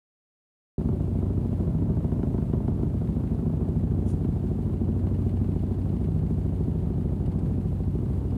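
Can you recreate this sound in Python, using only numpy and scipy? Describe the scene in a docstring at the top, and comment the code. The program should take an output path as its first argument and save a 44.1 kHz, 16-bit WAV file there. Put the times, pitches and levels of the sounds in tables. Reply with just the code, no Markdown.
"""A small wooden boat in a harbour

Heard from the bow, a two-cylinder engine puffs unevenly through a wet exhaust, whose resonances
turn the pulses into pops and gargles; it barks as water clears the pipe. The engine forces the hull
to drone and knock, and its faint tick once a cycle sets a loose fitting ringing.
Planks click, water and breeze hiss along the hull, and a very faint whine lies above."""
import sys
import numpy as np
from scipy import signal
from scipy.fft import rfft, irfft
from scipy.io import wavfile

SR = 44100
rng = np.random.default_rng(int(sys.argv[2]) if len(sys.argv) > 2 else 0)


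def materialize(psi):
    """Save the field psi as 16-bit PCM at rate SR to the path in sys.argv[1].

    A 1-D psi becomes a single channel; in a 2-D psi each row is a channel.
    """
    bounded = np.clip(np.atleast_2d(psi).T, -1, 1)
    quanta = np.round(bounded * 32767).astype(np.int16)
    wavfile.write(sys.argv[1], SR, quanta)


N = 369116

# engine speed: (time [s], four-stroke cycle rate [Hz])
CYCLE_RATE = [(0.8, 13.397), (2.4, 13.362), (2.9, 13.494), (3.6, 13.374), (5.0, 13.346), (6.4, 13.42),
              (7.1, 13.346), (8.37, 13.424)]
def crank_cycles():
    """Phase is the integral of frequency: the engine cycles completed at each sample."""
    return np.cumsum(in_time(CYCLE_RATE)[0]) / SR

FIRING_PHASE = (.46, .928)   # first and second cylinder [cycles]
# engine load, as the strength of the first cylinder's puff: (time [s], relative level [dB])
ENGINE_LOAD = [(.8, -25.5), (2.0, -24), (2.7, -27.5), (3.3, -24.5), (4.4, -24.5), (5.1, -25), (6.9, -26),
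               (8.37, -26.5)]
# how far that puff runs ahead of its place in the cycle: (time [s], lead [s])
PUFF_LEAD = [(.8, .0015), (1.5, .0005), (2.3, .0045), (3.0, .0025), (3.5, .004), (5.1, 0), (6.0, .0005),
             (7.0, .002), (8.37, .0005)]
def puffs(crank):
    """Each cylinder emits a quasi-periodic pulse train; water in the pipe jitters its timing."""
    load = in_time(ENGINE_LOAD)[0]
    seesaw_db = 2.1 * np.clip(drift(3.6), -2, 2)
    levels = load - 0.22 * seesaw_db, load - 5.5 + seesaw_db   # the second cylinder is weaker
    first, second = [once_a_cycle(crank, phase) for phase in FIRING_PHASE]
    first = first - np.interp(first, *np.transpose(PUFF_LEAD))
    trains, bark_s = [], np.array(PIPE_BARKS)[:, 0]
    for times, level, jitter_s in zip((first, second), levels, (.0005, .002)):
        late_s = jitter_s * np.clip(rng.standard_normal(len(times)), -2, 2)
        free = np.abs(times[:, None] - bark_s).min(axis=1) > .018   # a bark displaces a nearby puff
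        puff_db = level[(times * SR).astype(int)]
        trains.append(clicks((times + late_s)[free], puff_db[free]))
    return trains

# barks as water clears the pipe, in relative levels: (time [s], thump [dB], spit [dB], rattle [dB])
PIPE_BARKS = [(0.809, -25, -38, -70), (0.887, -21.5, -33, -73), (1.374, -23, -37.5, -67),
              (1.746, -25.5, -38, -72), (1.819, -22.5, -36.5, -74), (1.969, -25.5, -33.5, -66),
              (2.044, -22.5, -35, -64), (2.119, -24, -32, -68), (2.191, -25, -36, -72),
              (2.231, -20, -31, -63), (2.341, -20.5, -34, -71), (2.381, -21.5, -33.5, -66),
              (2.42, -25, -35, -75), (2.532, -19.5, -28.5, -63), (2.68, -20.5, -31, -64),
              (2.829, -20.5, -33, -60), (3.236, -25, -34.5, -74), (3.388, -26.5, -36.5, -70),
              (3.912, -23, -33.5, -72), (4.246, -21.5, -32.5, -61), (5.068, -26, -32.5, -68),
              (5.558, -22.5, -34, -72), (5.857, -29.5, -36, -72), (7.323, -29, -36, -66),
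              (7.838, -37, -37, -72), (7.985, -26.5, -39, -72)]
# resonances of the exhaust: (frequency [Hz], bandwidth [Hz], gain [dB])
PIPE_MODES = [(90.4, 9.9, 0.5), (129, 13.8, 5.5), (161.5, 17.4, 6), (217, 42, 3), (232, 24.4, -5),
              (330, 12, -23), (364, 60, -1.5), (430.4, 16, -6)]
def exhaust(first, second, pop_db, gargle_db, echo_s, echo_db):
    """Pipe resonance: pressure pops and gargling noise excite the modes; woodwork reflects the lows."""
    bark_s, thump_db, _, _ = np.transpose(PIPE_BARKS)
    pops = first + second + clicks(bark_s + 0.0029, thump_db)
    gargle_envelope = swell(later(first + second, -0.0028), 0.0046, 0.0095)
    gargle = from_db(gargle_db) * gargle_envelope * rng.standard_normal(N)
    pipe = ring(from_db(pop_db) * (pops + gargle), PIPE_MODES)
    silenced = cut(pipe, 374.4, "low", order=6)
    body = cut(silenced, 59.0, "high")
    return body + from_db(echo_db) * later(cut(body, 133, "low"), echo_s)

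# spectrum of water spluttering from the pipe: (frequency [Hz], relative density [dB])
SPLUTTER_SPECTRUM = [(300, -0.5), (525, -11), (590, 5.5), (680, 5.5), (810, -3.5), (920, -4), (1080, -13),
                     (1350, -14), (1900, -26), (4000, -31.5), (8000, -64)]
# spectrum of a sharp spit: (frequency [Hz], relative density [dB])
CRACK_SPECTRUM = [(300, -1), (650, 11.5), (820, 0), (1000, 3), (1350, -7.5), (1900, -20), (4000, -38),
                  (8000, -57)]
def spit(first, second, splutter_db, trailing_db, crack_db, bark_db):
    """Expelled water radiates noise bursts: soft at each puff, sharp at second-cylinder puffs and barks."""
    bark_s, _, spit_db, _ = np.transpose(PIPE_BARKS)
    barks = clicks(bark_s, spit_db)
    soft = from_db(splutter_db) * swell(later(first, -0.012), 0.0071, 0.011)
    soft += from_db(trailing_db) * swell(later(second, 0.0071), 0.0069, 0.013)
    sharp = from_db(crack_db) * swell(later(second, -.003), 0.0002, 0.0076)
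    sharp += from_db(bark_db) * swell(barks, 0.00033, 0.014)
    snap = from_db(17) * cut(cut(barks, 950, "low"), 400, "high")   # a pressure snap opens each bark
    return soft * noise(SPLUTTER_SPECTRUM) + sharp * noise(CRACK_SPECTRUM) + snap

# harmonics of the hull's drone: (order [multiple of the cycle rate], rms level [dB])
DRONE_ORDERS = [(3, -55), (4, -37.5), (5, -35.5), (6, -52.5), (8, -50.5), (9, -38), (10, -47), (11, -43.5),
                (13, -44.5), (14, -41.5), (15, -52), (17, -49.5), (18, -46.5)]
# the boom, order 7: (time [s], relative level [dB])
BOOM_CURVE = [(0.8, -37.5), (1.25, -31.5), (1.8, -37.5), (3.4, -38), (4.0, -32.5), (4.35, -36),
              (5.1, -31.5), (6.7, -35), (8.37, -35.5)]
# the hum, order 12: (time [s], relative level [dB])
HUM_CURVE = [(0.8, -33), (1.25, -42), (1.8, -27), (2.6, -44), (3.75, -29), (4.7, -48), (5.7, -48),
             (6.1, -30), (6.9, -38), (7.4, -33), (8.37, -49)]
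def hull_drone(crank, waver_db, boom_db, hum_db, throb):
    """Forced vibration: the hull follows harmonics of the engine cycle, wavering in level and phase."""
    cycles = crank - FIRING_PHASE[0]
    hum_angle = 2 * np.pi * (cycles - .153)   # the hum crests just after the first cylinder fires
    hum_gain = from_db(in_time(HUM_CURVE)[0] + hum_db) * (1 + throb * np.cos(hum_angle))
    drone = hum_gain * np.cos(12 * hum_angle)
    boom = (7, in_time(BOOM_CURVE)[0] + boom_db)
    for order, db in DRONE_ORDERS + [boom]:
        lag = .411 - .034 * order   # dispersion: bending waves bring higher orders to the bow sooner
        angle = 2 * np.pi * order * (cycles - lag) + .45 * drift(0.94)
        drone += from_db(db + waver_db * drift(0.49)) * np.sin(angle)
    return np.sqrt(2) * drone

# hollow ring of the hull: (frequency [Hz], bandwidth [Hz], gain side-on [dB], gain head-on [dB])
HULL_MODES = [(578.4, 6.1, 12, 4.5), (610, 9.2, 9.5, -6.5), (664.4, 14, 10, -4.5), (691, 13, 4, -2.5),
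              (750, 20, -10, 5), (860, 21, -0.5, -12), (911, 20, -6.5, -16), (966, 19, -5, -14),
              (1143, 20, -10, -25), (1310, 30, -9.5, -18)]
# the listener turns from the side to the bow: (time [s], share facing ahead [0-1])
HEADING = [(3.0, 0), (4.2, 1)]
def hull_knock(first, second, knock_db, bark_db):
    """Impulse response: strokes and barks ring the hull's modes, weighted by where the listener faces."""
    bark_s, _, spit_db, _ = np.transpose(PIPE_BARKS)
    strokes = from_db(knock_db) * later(first + second, -0.00248)
    strokes += from_db(bark_db) * clicks(bark_s + 0.00086, spit_db)
    modes, ahead = np.array(HULL_MODES), in_time(HEADING)[0]
    side_on = ring(strokes, modes[:, [0, 1, 2]])
    head_on = ring(strokes, modes[:, [0, 1, 3]])
    knock = (1 - ahead) * side_on + ahead * head_on
    return cut(cut(knock, 1310, "low", order=6), 360, "high", order=4)

# strength of the engine's tick: (time [s], relative level [dB])
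TICK_CURVE = [(.8, -66), (1.9, -67.5), (3.6, -68), (4.7, -66), (5.3, -60.5), (6.8, -64), (8.37, -63.5)]
# louder rattles shaken loose by the engine: (time [s], relative level [dB], relative treble [dB])
LOUD_RATTLES = [(3.6865, -61, -59), (5.0674, -53, -73), (5.1447, -50, -73), (5.292, -52, -75),
                (5.3672, -55, -71), (5.9647, -52, -69), (6.0397, -49, -68), (7.2597, -46, -55),
                (7.317, -50, -64), (7.3903, -55, -59), (8.306, -48, -62)]
# rebounds of the loose fitting after each hit: (delay [s], gain [dB])
REBOUNDS = [(.006, -5.5), (.019, -5.5)]
# spectrum of a rattle: (frequency [Hz], relative density [dB])
RATTLE_SPECTRUM = [(700, -17), (1600, 7), (2150, 7.5), (2550, 0), (2900, 7.5), (3250, -5), (4400, -1.5),
                   (5800, -20), (9000, -7), (12000, -34)]
# spectrum of a louder rattle's bright edge: (frequency [Hz], relative density [dB])
CHINK_SPECTRUM = [(2000, -6), (4900, 6), (6200, -14), (9000, 6), (11500, -14), (15000, -26)]
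# resonances of the metal fitting: (frequency [Hz], bandwidth [Hz], gain [dB])
FITTING_MODES = [(2890, 45, -1), (3510, 75, -9), (4140, 110, -7.5), (4570, 90, -12)]
def clatter(crank, tick_db, rattle_db, treble_db, ring_db):
    """Impact noise: ticks and rattles make a loose fitting bounce and ring; barks add a short rattle."""
    tick_s = once_a_cycle(crank, .853)
    ticks = clicks(tick_s, np.interp(tick_s, *np.transpose(TICK_CURVE)) + tick_db)
    bark_s, _, _, shaken_db = np.transpose(PIPE_BARKS)
    rattle_s, level_db, bright_db = np.transpose(LOUD_RATTLES)
    hits = ticks + clicks(rattle_s, level_db + rattle_db)
    contacts = hits + sum(from_db(db) * later(hits, delay) for delay, db in REBOUNDS)
    shaken = swell(clicks(bark_s - .001, shaken_db), .0003, 0.0031)
    rattle = (swell(contacts, 0.00079, 0.0038) + shaken) * noise(RATTLE_SPECTRUM)
    ringing = from_db(ring_db) * ring(later(hits, 0.001), FITTING_MODES)
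    chink = swell(clicks(rattle_s, bright_db + treble_db), .0006, 0.0045) * noise(CHINK_SPECTRUM)
    return rattle + ringing + chink

# clicks of the planks as the boat works: (time [s], impulse level [dB])
PLANK_IMPULSES = [(3.075, -44), (3.275, -47)]
# resonances of a plank: (frequency [Hz], bandwidth [Hz], gain [dB])
PLANK_MODES = [(1650, 200, 28), (2100, 250, 22), (2480, 250, 12), (3150, 300, 12)]
def planks():
    """Heavily damped modes: an impulse in the woodwork dies away as a dry click."""
    wood = ring(clicks(*np.transpose(PLANK_IMPULSES)), PLANK_MODES)
    return cut(cut(wood, 3800, "low", order=4), 1200, "high")

# spectrum of the low wash: (frequency [Hz], relative density [dB])
WASH_SPECTRUM = [(10, -22), (30, -37.5), (60, 9), (130, 9), (300, 5), (400, -4), (510, -9), (680, -15),
                 (900, -17.5), (1600, -33.5), (3000, -61), (6000, -72)]
def wash(level_db, load_share, flicker_db):
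    """Flow noise: water washes along the hull, growing with the engine load."""
    load = in_time(ENGINE_LOAD)[0]
    db = level_db + load_share * (load - load.mean()) + flicker_db * drift(9.2)
    return from_db(db) * noise(WASH_SPECTRUM)

# spectrum of the thin hiss: (frequency [Hz], relative density [dB])
HISS_SPECTRUM = [(900, -7), (1600, -1), (2200, -2), (2900, -4), (3700, -6.5), (4300, -8), (5600, -13),
                 (7000, -11.5), (8200, -11), (9300, -8.5), (10600, -13.5), (15500, -15)]
def hiss(level_db, flicker_db):
    """Broadband flow noise: water and breeze pass along the planks."""
    return from_db(level_db + flicker_db * drift(17.0)) * noise(HISS_SPECTRUM)

# spectrum of spray: (frequency [Hz], relative density [dB])
SPRAY_SPECTRUM = [(1500, -3), (3500, -6), (5200, -6.5), (6600, -0.5), (8200, -5), (9500, 5), (11000, -12),
                  (15000, -18)]
def spray(peak_s, hold_s, level_db, rise_db_per_s, fall_db_per_s):
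    """Amplitude-modulated noise: one swish of spray grows exponentially, holds and decays."""
    since = np.arange(N) / SR - peak_s
    shape_db = np.minimum(rise_db_per_s * since, fall_db_per_s * (hold_s - since)).clip(max=0)
    return from_db(level_db + shape_db + 2.2 * drift(150)) * noise(SPRAY_SPECTRUM)

def whine(hz, rms_db):
    """A pure tone: one steady sinusoid."""
    return np.sqrt(2) * from_db(rms_db) * np.sin(2 * np.pi * hz * np.arange(N) / SR)

def from_db(db):
    """Decibels to amplitude ratio."""
    return 10 ** (np.asarray(db) / 20)

def rms_one(x):
    """Normalisation to rms 1."""
    return x / np.sqrt(np.mean(x ** 2) + 1e-20)

def in_time(rows):
    """Linear interpolation of a curve's columns, one value per sample."""
    times, *columns = np.transpose(rows)
    return [np.interp(np.arange(N) / SR, times, column) for column in columns]

def drift(corner_hz):
    """Low-passed random fluctuation, rms 1."""
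    hz = np.arange(N // 2 + 1) * SR / N
    return rms_one(irfft(rfft(rng.standard_normal(N)) / (1 + (hz / corner_hz) ** 2), N))

def noise(spectrum):
    """Spectrally shaped noise, rms 1."""
    hz, db = np.transpose(spectrum)
    colour_db = np.interp(np.log(np.arange(N // 2 + 1) * SR / N + 1), np.log(hz), db)
    return rms_one(irfft(rfft(rng.standard_normal(N)) * from_db(colour_db), N))

def cut(x, hz, kind, order=2):
    """Maximally flat low- or high-pass."""
    return signal.sosfilt(signal.butter(order, hz, kind, fs=SR, output="sos"), x + 1e-18)

def clicks(times, db):
    """Single-sample impulses."""
    at = np.round(times * SR).astype(int)
    return np.bincount(at, from_db(db), minlength=N)[:N]

def swell(hits, rise_s, decay_s):
    """Convolution gives each impulse an exponential rise and decay."""
    up, down = np.exp(-1 / (rise_s * SR)), np.exp(-1 / (decay_s * SR))
    return signal.lfilter([1 - up], np.convolve([1, -up], [1, -down]), hits + 1e-18)

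def once_a_cycle(crank, phase):
    """The times [s] at which the engine passes a given phase [cycles]."""
    return np.interp(np.arange(phase, crank[-1]), crank, np.arange(N) / SR)

def ring(push, modes):
    """Modal superposition: damped resonators in parallel."""
    out = np.zeros(N)
    for hz, width, db in modes:
        r = np.exp(-np.pi * width / SR)
        poles = [1, -2 * r * np.cos(2 * np.pi * hz / SR), r * r]
        out += from_db(db) * signal.lfilter(np.array([1, 0, -1]) * (1 - r * r) / 2, poles, push + 1e-18)
    return out

def later(x, delay_s):
    """Time shift; negative is earlier."""
    return np.interp(np.arange(N) - delay_s * SR, np.arange(N), x)

def scene():
    """Superposition: the sources locked to the engine cycle add to planks, water and whine."""
    crank = crank_cycles()
    first, second = puffs(crank)
    mix = hull_drone(crank, waver_db=0.4, boom_db=4.0, hum_db=-3, throb=0.32)
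    mix += exhaust(first, second, pop_db=43.5, gargle_db=-28.0, echo_s=0.01251, echo_db=-4.0)
    mix += hull_knock(first, second, knock_db=21.5, bark_db=33)
    mix += spit(first, second, splutter_db=-18, trailing_db=-20.5, crack_db=-19.5, bark_db=-9.5)
    mix += clatter(crank, tick_db=3.0, rattle_db=-10.5, treble_db=-1.0, ring_db=36.0)
    mix += planks()
    mix += wash(level_db=-33.5, load_share=0.25, flicker_db=1.16)
    mix += hiss(level_db=-65, flicker_db=0.83)
    mix += spray(peak_s=4.085, hold_s=0.02, level_db=-58, rise_db_per_s=603, fall_db_per_s=332)
    mix += whine(hz=9717, rms_db=-91)
    return mix[None]

def record(dry):
    """Band limiting: the microphone drops the deep bass, the top is cut; a gate opens and shuts fast."""
    start_s, ramp_s, cutoff_hz = .78, .002, 15500
    t = np.arange(N) / SR
    gate = np.clip(np.minimum(t - start_s, t[-1] - t) / ramp_s, 0, 1)
    sound = cut(dry, 30, "high") * gate
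    return signal.sosfilt(signal.ellip(10, .1, 80, cutoff_hz, fs=SR, output="sos"), sound)

dry = scene()
out = record(dry)
materialize(out)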